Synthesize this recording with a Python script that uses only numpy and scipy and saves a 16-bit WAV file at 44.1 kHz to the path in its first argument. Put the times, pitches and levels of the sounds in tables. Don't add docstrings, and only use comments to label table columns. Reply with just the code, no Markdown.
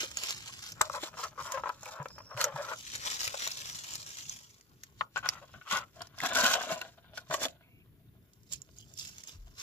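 import sys
import numpy as np
from scipy import signal
from scipy.fft import rfft, irfft, next_fast_len
from scipy.io import wavfile
from scipy.ndimage import map_coordinates

SR = 44100
rng = np.random.default_rng(int(sys.argv[2]) if len(sys.argv) > 2 else 0)


def bounce(signal):
    frames = np.transpose(np.atleast_2d(signal))
    limited = np.clip(frames, -1, 1)
    pcm = np.round(limited * 32767).astype(np.int16)
    wavfile.write(sys.argv[1], SR, pcm)


N = 424233

# [f/Hz, width/Hz, level/dB]
TRAY_HALF_IN = [(540, 84, -5), (640, 47, -3.5), (850, 300, -8.5), (1050, 230, -3.5), (1340, 140, -3),
                (1710, 150, -9.5), (2440, 50, -10.5), (3370, 430, -24.5)]
# [f/Hz, width/Hz, level/dB]
TRAY_AT_MOUTH = [(640, 250, -10), (1086, 150, -1), (1477, 87, -1), (2490, 200, -13.5), (3200, 290, -11.5)]
# [f/Hz, width/Hz, level/dB]
TRAY_HOME = [(239, 62, -13.5), (663, 85, -4.5), (1000, 113, -4), (1070, 204, -6.5), (1448, 90, -6),
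             (1604, 110, -8.5), (2400, 130, -15), (2850, 520, -16.5), (3610, 220, -11)]
TRAY_MOVES = [4.5, 5.9]
# [f/Hz, level/dB]
PAPER_TONE = [(200, -28.5), (700, -16), (1500, -8.5), (2500, -6.5), (4500, 0), (7000, 1), (12000, -0.5),
              (16000, -6)]


def box():
    return scrapes_and_pushes() + squeaks() + light_rubbing()


def scrapes_and_pushes():
    # [t/s, length/s, level/dB, loudest mode f/Hz]
    scrape_rows = [(0.027, 0.014, -44.5, 540), (0.489, 0.013, -50, 1070), (0.752, 0.085, -51.5, 1330),
                   (0.809, 0.0012, -12.5, 1490), (0.845, 0.024, -45.5, 640), (0.896, 0.0028, -32, 1200),
                   (0.934, 0.048, -38.5, 1000), (1.031, 0.00078, -30.5, 770), (1.036, 0.052, -52, 900),
                   (1.081, 0.0053, -46, 1050), (1.168, 0.013, -46, 1050), (1.183, 0.033, -42, 1050),
                   (1.225, 0.041, -38.5, 1144), (1.374, 0.045, -39.5, 1060), (1.436, 0.16, -44, 1010),
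                   (1.571, 0.013, -33, 1020), (1.594, 0.0076, -42, 1000), (1.634, 0.0065, -30.5, 950),
                   (1.655, 0.024, -34, 950), (1.69, 0.0068, -32, 1000), (1.697, 0.0035, -32.5, 970),
                   (1.827, 0.013, -48, 820), (1.857, 0.051, -46.5, 840), (1.913, 0.079, -45.5, 1050),
                   (1.986, 0.04, -41, 950), (2.055, 0.0024, -33.5, 1370), (2.179, 0.0086, -41, 1200),
                   (2.201, 0.002, -40.5, 1090), (2.299, 0.049, -48, 1110), (2.364, 0.07, -37.5, 1050),
                   (2.398, 0.025, -30.5, 1320), (2.439, 0.005, -22.5, 1285), (2.446, 0.037, -39.5, 556),
                   (2.558, 0.014, -36, 850), (2.569, 0.042, -41, 584), (2.674, 0.019, -52.5, 545),
                   (2.713, 0.022, -34, 1400), (3.059, 0.023, -45.5, 990), (3.34, 0.0026, -30.5, 800),
                   (3.467, 0.004, -33, 970), (5.008, 0.0048, -22, 1250), (5.158, 0.0064, -31.5, 1490),
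                   (5.167, 0.014, -31, 1520), (5.227, 0.07, -40, 1460), (5.258, 0.0082, -29.5, 1450),
                   (5.287, 0.008, -49, 1410), (5.314, 0.077, -48, 1370), (5.413, 0.033, -51.5, 540),
                   (5.538, 0.019, -49, 1570), (5.61, 0.0094, -47.5, 1450), (5.651, 0.16, -47, 1370),
                   (5.707, 0.038, -32, 1420), (5.72, 0.07, -31, 1586), (5.771, 0.067, -42.5, 1270),
                   (5.956, 0.047, -53.5, 640), (6.005, 0.017, -41, 1340), (6.178, 0.0084, -47.5, 1660),
                   (6.2, 0.0071, -51, 1480), (6.224, 0.045, -32.5, 1370), (6.305, 0.052, -42, 1390),
                   (6.348, 0.11, -28, 1560), (6.421, 0.1, -29, 1450), (6.533, 0.015, -32.5, 970),
                   (6.537, 0.047, -34.5, 663), (6.606, 0.013, -33, 1550), (6.633, 0.0084, -37, 690),
                   (6.701, 0.037, -31, 667), (6.753, 0.029, -41, 624), (6.811, 0.01, -38.5, 1450),
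                   (7.173, 0.0082, -35.5, 1500), (7.299, 0.0085, -36.5, 670), (7.308, 0.0051, -28, 1510),
                   (7.309, 0.004, -28.5, 640), (7.323, 0.0052, -29, 640), (7.338, 0.0022, -22.5, 1140),
                   (7.343, 0.0055, -32, 580), (7.354, 0.084, -54, 593), (7.415, 0.012, -35.5, 560),
                   (7.436, 0.008, -33.5, 1150), (7.451, 0.014, -33.5, 560)]
    # [t/s, length/s, level/dB, loudest mode f/Hz]
    push_rows = [(2.598, 0.12, -48.5, 1365), (6.649, 0.064, -48.5, 645), (7.365, 0.072, -52.5, 554)]
    scrape_sag_db, push_gain_db = 8, 5
    table = np.array(scrape_rows + push_rows)
    sag_db = np.repeat([scrape_sag_db, -push_gain_db], [len(scrape_rows), len(push_rows)])[:, None]
    chance, size = rng.random((2, len(table), 8192))
    slips = (chance < 1200 / SR) * amp(0.88 * size)
    force = slips + 0.17 * (size - .5)
    force[:, 60] += 4
    mode_hz = table[:, 3]

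    def favoured(f):
        softness = (1 + 1j * f / (3.5 * mode_hz[:, None])) ** 2
        return (1 + amp(8.0) * patch(f, mode_hz, 100)) / softness
    return strokes(table, sag_db, force, favoured)


def squeaks():
    # [t/s, length/s, level/dB, starting slip rate f/Hz]
    rows = [(1.535, 0.035, -33, 543)]
    table = np.array(rows)
    sag_db, slowing_per_s = 12.5, 1.17
    t = np.arange(8192) / SR
    turns = table[:, 3:] * t * (1 - slowing_per_s * t / 2)
    slips = np.diff(np.floor(turns), prepend=-1)
    return strokes(table, sag_db, slips, lambda f: 1 / (1 + 1j * f / 1500))


def light_rubbing():
    # [t/s, level/dB]
    contact = [(0, -69.5), (.75, -67), (1.04, -48), (1.3, -66.5), (1.52, -53), (2.25, -66), (2.47, -50),
               (2.54, -44), (2.85, -72.5), (3.29, -57), (4.66, -76.5), (5.09, -74.5), (5.25, -67.5),
               (6.05, -65), (6.45, -31), (6.6, -38), (6.78, -47), (6.9, -62), (7.42, -58), (7.85, -76),
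               (9.62, -70)]
    contact_db, = curves(contact)
    touch = amp(contact_db) * crackle(rate=830, spread_db=2.2, clump_db=5.0, clump_rate=55, hiss=0.35)
    place = np.searchsorted(TRAY_MOVES, np.arange(N) / SR)
    murmur = sum(filtered(touch * (place == k), modes(table))
                 for k, table in enumerate((TRAY_HALF_IN, TRAY_AT_MOUTH, TRAY_HOME)))
    return amp(17.0) * murmur


def strokes(table, sag_db, force, favoured):
    start, length, db = table[:, :3].T[:, :, None]
    onset_share = 0.11
    t = np.arange(force.shape[1]) / SR
    sag = sag_db * np.clip(t / length, 0, 1)
    let_go = 60 * np.clip(t - length, 0, 1) / 0.03
    shape = amp(db - sag - let_go)
    shape = shape * (1 - np.exp(-t / (0.00026 + onset_share * length)))
    rung = hollow(shape * force, start[:, 0], favoured)
    level = np.sqrt(np.sum(shape ** 2, 1) / np.sum(rung ** 2, 1))
    return summed(start[:, 0], rung * level[:, None])


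def hollow(rows, times, favoured):
    grip_shift = .03
    f = np.fft.rfftfreq(rows.shape[1], 1 / SR)
    tables = (TRAY_HALF_IN, TRAY_AT_MOUTH, TRAY_HOME)
    places = np.searchsorted(TRAY_MOVES, times)
    shifts = 1 + grip_shift * rng.standard_normal(len(rows))
    responses = np.array([modes(tables[k])(f * shift) for k, shift in zip(places, shifts)])
    return irfft(rfft(rows) * responses * favoured(f))


def modes(table):
    floor_hz = 368
    gap_hz = 1950

    def response(f):
        bass_cut = (1j * f / (1j * f + floor_hz)) ** 2
        gap = 1 - .8 * patch(f, np.array([gap_hz]), 470)[0]
        rings = sum((-1) ** k * amp(db) * patch(f, np.array([hz]), width)[0]
                    for k, (hz, width, db) in enumerate(table))
        return bass_cut * gap * rings
    return response


def patch(f, hz, width_hz):
    return 1j * f * width_hz / (hz[:, None] ** 2 - f * f + 1j * f * width_hz)


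def paper():
    # [t/s, level/dB]
    body = [(0, 10.5), (2.7, 1), (3, 9), (4.5, 4), (5.1, 13.5), (7.6, 8.5), (8.2, 2), (8.9, -11),
            (9.08, 2.5), (9.45, 8), (9.62, 9)]
    grip = squeezing()
    both = grip * fine_rustle() + crease_pops(grip)
    low = filtered(both, lambda f: 1 / (1 + (f / 2600) ** 4))
    return both + (amp(curves(body)[0]) - 1) * low


def fine_rustle():
    # [f/Hz, width/Hz, level/dB]
    tray_modes = [(3070, 280, -0.5), (3480, 410, -1), (4270, 130, -4), (5500, 550, 0.5), (7200, 740, 3.5)]
    fine = crackle(rate=2000, spread_db=2.4, clump_db=2.8, clump_rate=110, hiss=0.35)
    hz, width, db = np.transpose(tray_modes)
    fine = filtered(fine, lambda f: 1 + amp(db) @ patch(f, hz, width[:, None]))
    return unit(filtered(fine, causal(PAPER_TONE)))


def squeezing():
    # [t/s, hold/s, level/dB]
    squeezes = [(0.009, 0.031, -38), (0.182, 0.14, -42), (0.609, 0.093, -46.5), (0.818, 0.049, -50.5),
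                (0.93, 0.036, -45.5), (1.037, 0.019, -39.5), (1.186, 0.072, -45), (1.409, 0.14, -48),
                (1.667, 0.016, -59.5), (1.828, 0.11, -53), (2.403, 0.034, -37), (2.574, 0.48, -53.5),
                (2.747, 0.2, -51.5), (2.941, 0.019, -39.5), (3.064, 0.008, -35.5), (3.1, 0.048, -38.5),
                (3.207, 0.043, -38.5), (3.396, 0.061, -38.5), (3.908, 0.039, -48.5), (4.205, 0.015, -49.5),
                (4.32, 0.055, -57), (4.84, 0.0088, -60.5), (4.994, 0.0091, -59.5), (5.175, 0.0067, -53),
                (5.26, 0.072, -53.5), (5.724, 0.046, -37), (5.96, 0.09, -62.5), (6.182, 0.018, -55),
                (6.253, 0.012, -34), (6.361, 0.18, -31), (6.614, 0.032, -44), (6.714, 0.012, -41.5),
                (7.173, 0.0086, -52.5), (7.336, 0.008, -36), (7.426, 0.016, -35.5), (8.528, 0.01, -45.5),
                (8.783, 0.024, -59), (8.992, 0.088, -46), (9.088, 0.12, -55.5), (9.24, 0.093, -55.5),
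                (9.62, .03, -34.5)]
    # [t/s, level/dB]
    shifting = [(0, -50.5), (.5, -49.5), (.77, -63), (1.3, -72), (1.6, -61), (2.35, -71), (2.85, -52),
                (3.2, -44), (3.5, -44), (4.37, -50), (4.65, -72.5), (5.1, -83.5), (5.4, -66), (6.12, -81),
                (6.75, -49.5), (7.1, -91), (8.01, -91.5), (8.9, -66.5), (9.62, -73)]
    swell_db_per_s, fade_db_per_s = 479, 451
    t = np.arange(0, N, 64) / SR
    start, hold, db = np.transpose(squeezes)[:, :, None]
    swell = swell_db_per_s * np.clip(start - t, 0, 9)
    fade = fade_db_per_s * np.clip(t - start - hold, 0, 9)
    power = np.sum(amp(db - swell - fade) ** 2, 0)
    squeezed = np.interp(np.arange(N) / SR, t, power)
    return np.sqrt(squeezed + amp(curves(shifting)[0]) ** 2)


def crease_pops(grip):
    # [t/s, level/dB, f/Hz]
    snaps = [(0.0163, -33, 4960), (.17, -17.5, 7200), (0.72, -28.5, 6200), (0.8132, -4.5, 7730),
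             (0.897, -36, 5690), (1.0345, -26, 2970), (1.281, -36, 4870), (1.4027, -37, 3730),
             (1.5194, -18, 6950), (1.6914, -27, 2400), (1.8082, -35, 6660), (1.831, -33, 6540),
             (1.856, -26, 2440), (2.027, -41, 6800), (2.057, -37, 2700), (2.0837, -34, 5230),
             (2.184, -35.5, 5300), (2.374, -27.5, 2400), (2.4125, -10.5, 2560), (2.441, -9, 6340),
             (2.561, -33, 2440), (2.9546, -22.5, 6960), (3.157, -25.5, 3540), (3.204, -32.5, 2400),
             (3.276, -15.5, 2290), (3.3428, -36, 2300), (3.474, -15.5, 7050), (3.516, -27, 4940),
             (3.9357, -28.5, 7260), (3.954, -20.5, 6130), (4.104, -34, 6000), (4.1846, -29, 6270),
             (4.2941, -24, 6300), (4.508, -40.5, 6240), (4.6097, -42, 6700), (4.8345, -29.5, 6600),
             (5.16, -35, 5340), (5.175, -29.5, 7170), (5.2566, -33, 3540), (5.288, -16, 5200),
             (5.723, -24.5, 3050), (6.0177, -27, 5180), (6.0694, -36.5, 5370), (6.1847, -30, 4760),
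             (6.2018, -23.5, 1950), (6.235, -22.5, 2220), (6.257, -21.5, 1990), (6.349, -16, 3730),
             (6.443, -11, 3000), (6.461, -14, 2970), (6.615, -28.5, 4040), (6.7224, -30.5, 2580),
             (6.8136, -22, 2700), (7.177, -28.5, 5100), (7.3085, -27.5, 3180), (7.341, -15, 3020),
             (7.417, -31.5, 3200), (7.4516, -17, 3450), (7.483, -31.5, 2710), (8.333, -49.5, 6950),
             (8.432, -46, 6900), (8.524, -24, 7100), (8.533, -22.5, 7330), (8.6175, -34, 7100),
             (8.762, -50.5, 6800), (8.784, -36.5, 6850), (8.937, -37.5, 7050), (8.975, -31, 5500),
             (8.994, -29, 5750), (9.0135, -34, 5900), (9.182, -29.5, 7540), (9.2357, -30.5, 6960),
             (9.272, -35, 6500), (9.2917, -31.5, 3470), (9.597, -30, 5900)]
    count, over_rustle_db, spread_db = 900, 7.5, 1.5
    when, size, tone = rng.random((count, 3)).T
    local_db = 20 * np.log10(grip[(when * N).astype(int)])
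    small_db = local_db + over_rustle_db - spread_db * np.log(size + .02)
    small = [when * N / SR, small_db, 2300 + 5000 * tone]
    start, db, hz = np.hstack([np.transpose(snaps), small])
    t = np.arange(2048) / SR
    shape = amp(-60 * t / 0.0077) * (1 - np.exp(-t / 0.0012)) ** 2
    pops = shape * rng.standard_normal((len(start), len(t)))
    pops[:, 60] += .7
    f = np.fft.rfftfreq(len(t), 1 / SR)
    own_tone = 1 + amp(16) * patch(f, hz, 220)
    brighter = 1 + 1j * f / 11000
    pops = irfft(rfft(pops) * causal(PAPER_TONE)(f) * own_tone * brighter)
    pops = pops / np.abs(pops).max(axis=1)[:, None]
    return summed(start, amp(db[:, None]) * pops)


def whistles():
    # [start t/s, end t/s, start f/Hz, end f/Hz, level/dB]
    slides = [(2.087, 2.367, 5130, 5580, -56), (7.605, 7.837, 2400, 2580, -70),
              (8.785, 8.848, 3200, 3070, -59.5)]
    t, out = np.arange(N) / SR, np.zeros(N)
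    for start, end, from_hz, to_hz, db in slides:
        pitch_hz = np.interp(t, [start, end], [from_hz, to_hz])
        carrier = np.cos(2 * np.pi * np.cumsum(pitch_hz) / SR)
        gate = np.clip(np.minimum(t - start, end - t) / 0.0097, 0, 1)
        hiss = unit(wobble(650))
        out += amp(db) * gate * hiss * carrier
    return out


def bumps():
    # [t/s, level/dB, f/Hz]
    rows = [(0.031, -43, 355), (1.03, -41, 334), (1.998, -43, 143), (2.346, -47.5, 122), (2.541, -45, 142),
            (5.726, -46, 204), (6.221, -50, 157), (6.434, -37.5, 230), (6.717, -46, 177), (7.294, -49, 148),
            (9.341, -54, 87), (9.379, -51, 39.1), (9.427, -58, 64.3)]
    start, db, hz = np.transpose(rows)
    turns = hz[:, None] * np.arange(SR // 4) / SR
    shape = turns * np.exp(-turns / 1.23)
    return summed(start, amp(db[:, None]) * shape * np.sin(2 * np.pi * turns))


def placed(x, spread):
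    # [t/s, left over right level/dB, lead of the left/samples]
    place = [(0, -1, 9.3), (.7, 1, 8), (1.2, 0, 3.04), (2.7, -0.5, 3.2), (2.85, 3, 14.6), (4.7, 1, 13.5),
             (5.3, 1, 3.2), (6.8, 0, 3.96), (7.3, -1, 3.4), (8.2, -3.5, 9.8), (8.7, -4.5, 9.7),
             (9.62, 0, 9.5)]
    # [f/Hz, left over right level/dB]
    shadow = [(300, 0.5), (1200, 5), (2500, 1.5), (5000, -3), (12000, -1)]
    pan_db, lead = curves(place)
    direct = np.array([map_coordinates(x, [np.arange(N) + side * lead / 2]) for side in (1, -1)])
    z = signal.stft(x, nperseg=64)[2]
    random_phase = np.exp(2j * np.pi * rng.random((2,) + z.shape))
    scattered = signal.istft(z * random_phase, nperseg=64)[1][:, :N]
    both = direct + spread * filtered(scattered, lambda f: f * f / (f * f + 2300 ** 2))
    both = filtered(both, lambda f: amp([along(shadow, f) / 2, -along(shadow, f) / 2]))
    return both * amp([pan_db / 2, -pan_db / 2])


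def ringing(x, share, t60):
    hop = 4096
    starts = np.arange(0, N, hop)
    padded = np.pad(x, ((0, 0), (hop, 2 * hop)))
    parts = padded[:, starts[:, None] + np.arange(2 * hop)] * np.hanning(2 * hop)
    t = np.arange(hop) / SR
    ring = rng.standard_normal((len(starts), hop)) * amp(-60 * t / t60)
    ring = share * ring / np.linalg.norm(ring, axis=1)[:, None] + (t == 0)
    rung = irfft(rfft(parts, 4 * hop) * rfft(ring, 4 * hop))
    return np.array([summed(starts / SR, side, N + hop)[hop:] for side in rung])


def room(x):
    # [f/Hz, t/s]
    decay = [(200, 0.25), (2000, 0.082), (10000, 0.0078)]
    hz, t, z = signal.stft(rng.standard_normal((2, SR // 4)), SR, nperseg=256)
    fading = amp(-60 * t / along(decay, hz)[:, None])
    tail = signal.istft(z * fading, SR, nperseg=256)[1]
    delayed = np.pad(x, (200, 0))[None]
    return signal.fftconvolve(delayed, tail / np.linalg.norm(tail[0]), axes=1)[:, :N]


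def air():
    # [f/Hz, level/dB per Hz]
    spectrum = [(20, -19), (50, -4), (120, 4), (200, -4.5), (400, -10.5), (700, -35), (2000, -26),
                (5000, -32.5), (7000, -33.5), (11000, -15), (16000, -13.5)]
    # [f/Hz, likeness]
    likeness = [(60, 0.88), (500, 0.79), (2000, 0.052), (6000, 0.0088)]

    def mid_and_side(f):
        turn = np.arccos(np.clip(along(likeness, f), -1, 1)) / 2
        return amp(along(spectrum, f)) * [np.cos(turn), np.sin(turn)]
    mid, side = filtered(rng.standard_normal((2, N)), mid_and_side)
    tone = unit([mid + side, mid - side] * amp([[.8], [-.8]]))
    low = filtered(tone, lambda f: 1 / (1 + (f / 500) ** 4))
    wander_db = 1.8 * wobble(2.5) + 3.2 * wobble(14)
    return amp(-62.0) * (tone - low + amp(wander_db - 7.5) * low)


def crackle(rate, spread_db, clump_db, clump_rate, hiss):
    sizes = amp(spread_db * rng.exponential(size=N)) * rng.standard_normal(N)
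    slips = (rng.random(N) < rate / SR) * sizes
    mix = np.sqrt(1 - hiss) * unit(slips) + np.sqrt(hiss) * rng.standard_normal(N)
    return unit(mix * amp(clump_db * wobble(clump_rate)))


def amp(db):
    return 10 ** (np.asarray(db) / 20)


def unit(x):
    return x / np.sqrt(np.mean(x ** 2) + 1e-20)


def along(points, hz):
    f, v = np.transpose(points)
    return np.interp(np.log(hz + 1), np.log(f + 1), v)


def curves(rows):
    s, *cols = np.transpose(rows)
    return [np.interp(np.arange(N) / SR, s, c) for c in cols]


def wobble(rate):
    return map_coordinates(rng.standard_normal(int(N * rate / SR) + 4), [np.arange(N) * rate / SR])


def filtered(x, response):
    m = 2 * next_fast_len(N // 2 + SR // 4)
    return irfft(rfft(x, m) * response(np.fft.rfftfreq(m, 1 / SR)), m)[..., :N]


def causal(points):
    def response(hz):
        c = irfft(np.log(amp(along(points, hz))))
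        c[1:len(c) // 2] *= 2
        c[len(c) // 2 + 1:] = 0
        return np.exp(rfft(c))
    return response


def summed(times, rows, length=N):
    where = np.round(times * SR).astype(int)[:, None] + np.arange(rows.shape[1])
    return np.bincount(where.ravel(), rows.ravel(), N + SR)[:length]


def scene():
    hands = box() + paper()
    near = ringing(placed(hands, spread=2.166), share=0.65, t60=0.032)
    echo = amp(-18) * room(hands)
    thuds = bumps() * amp([[.8], [-.8]])
    return amp(-3.5) * near + echo + placed(whistles(), spread=0) + thuds + air()


def record(dry):
    # [f/Hz, level/dB]
    mic = [(100, 14), (7300, -0.5), (8100, -9.5), (8800, -16), (9500, -9.5), (15300, -7.5), (15700, -53.5)]
    top_hz = 16400
    return filtered(filtered(dry, causal(mic)), lambda hz: hz < top_hz)


dry = scene()
out = record(dry)
bounce(out)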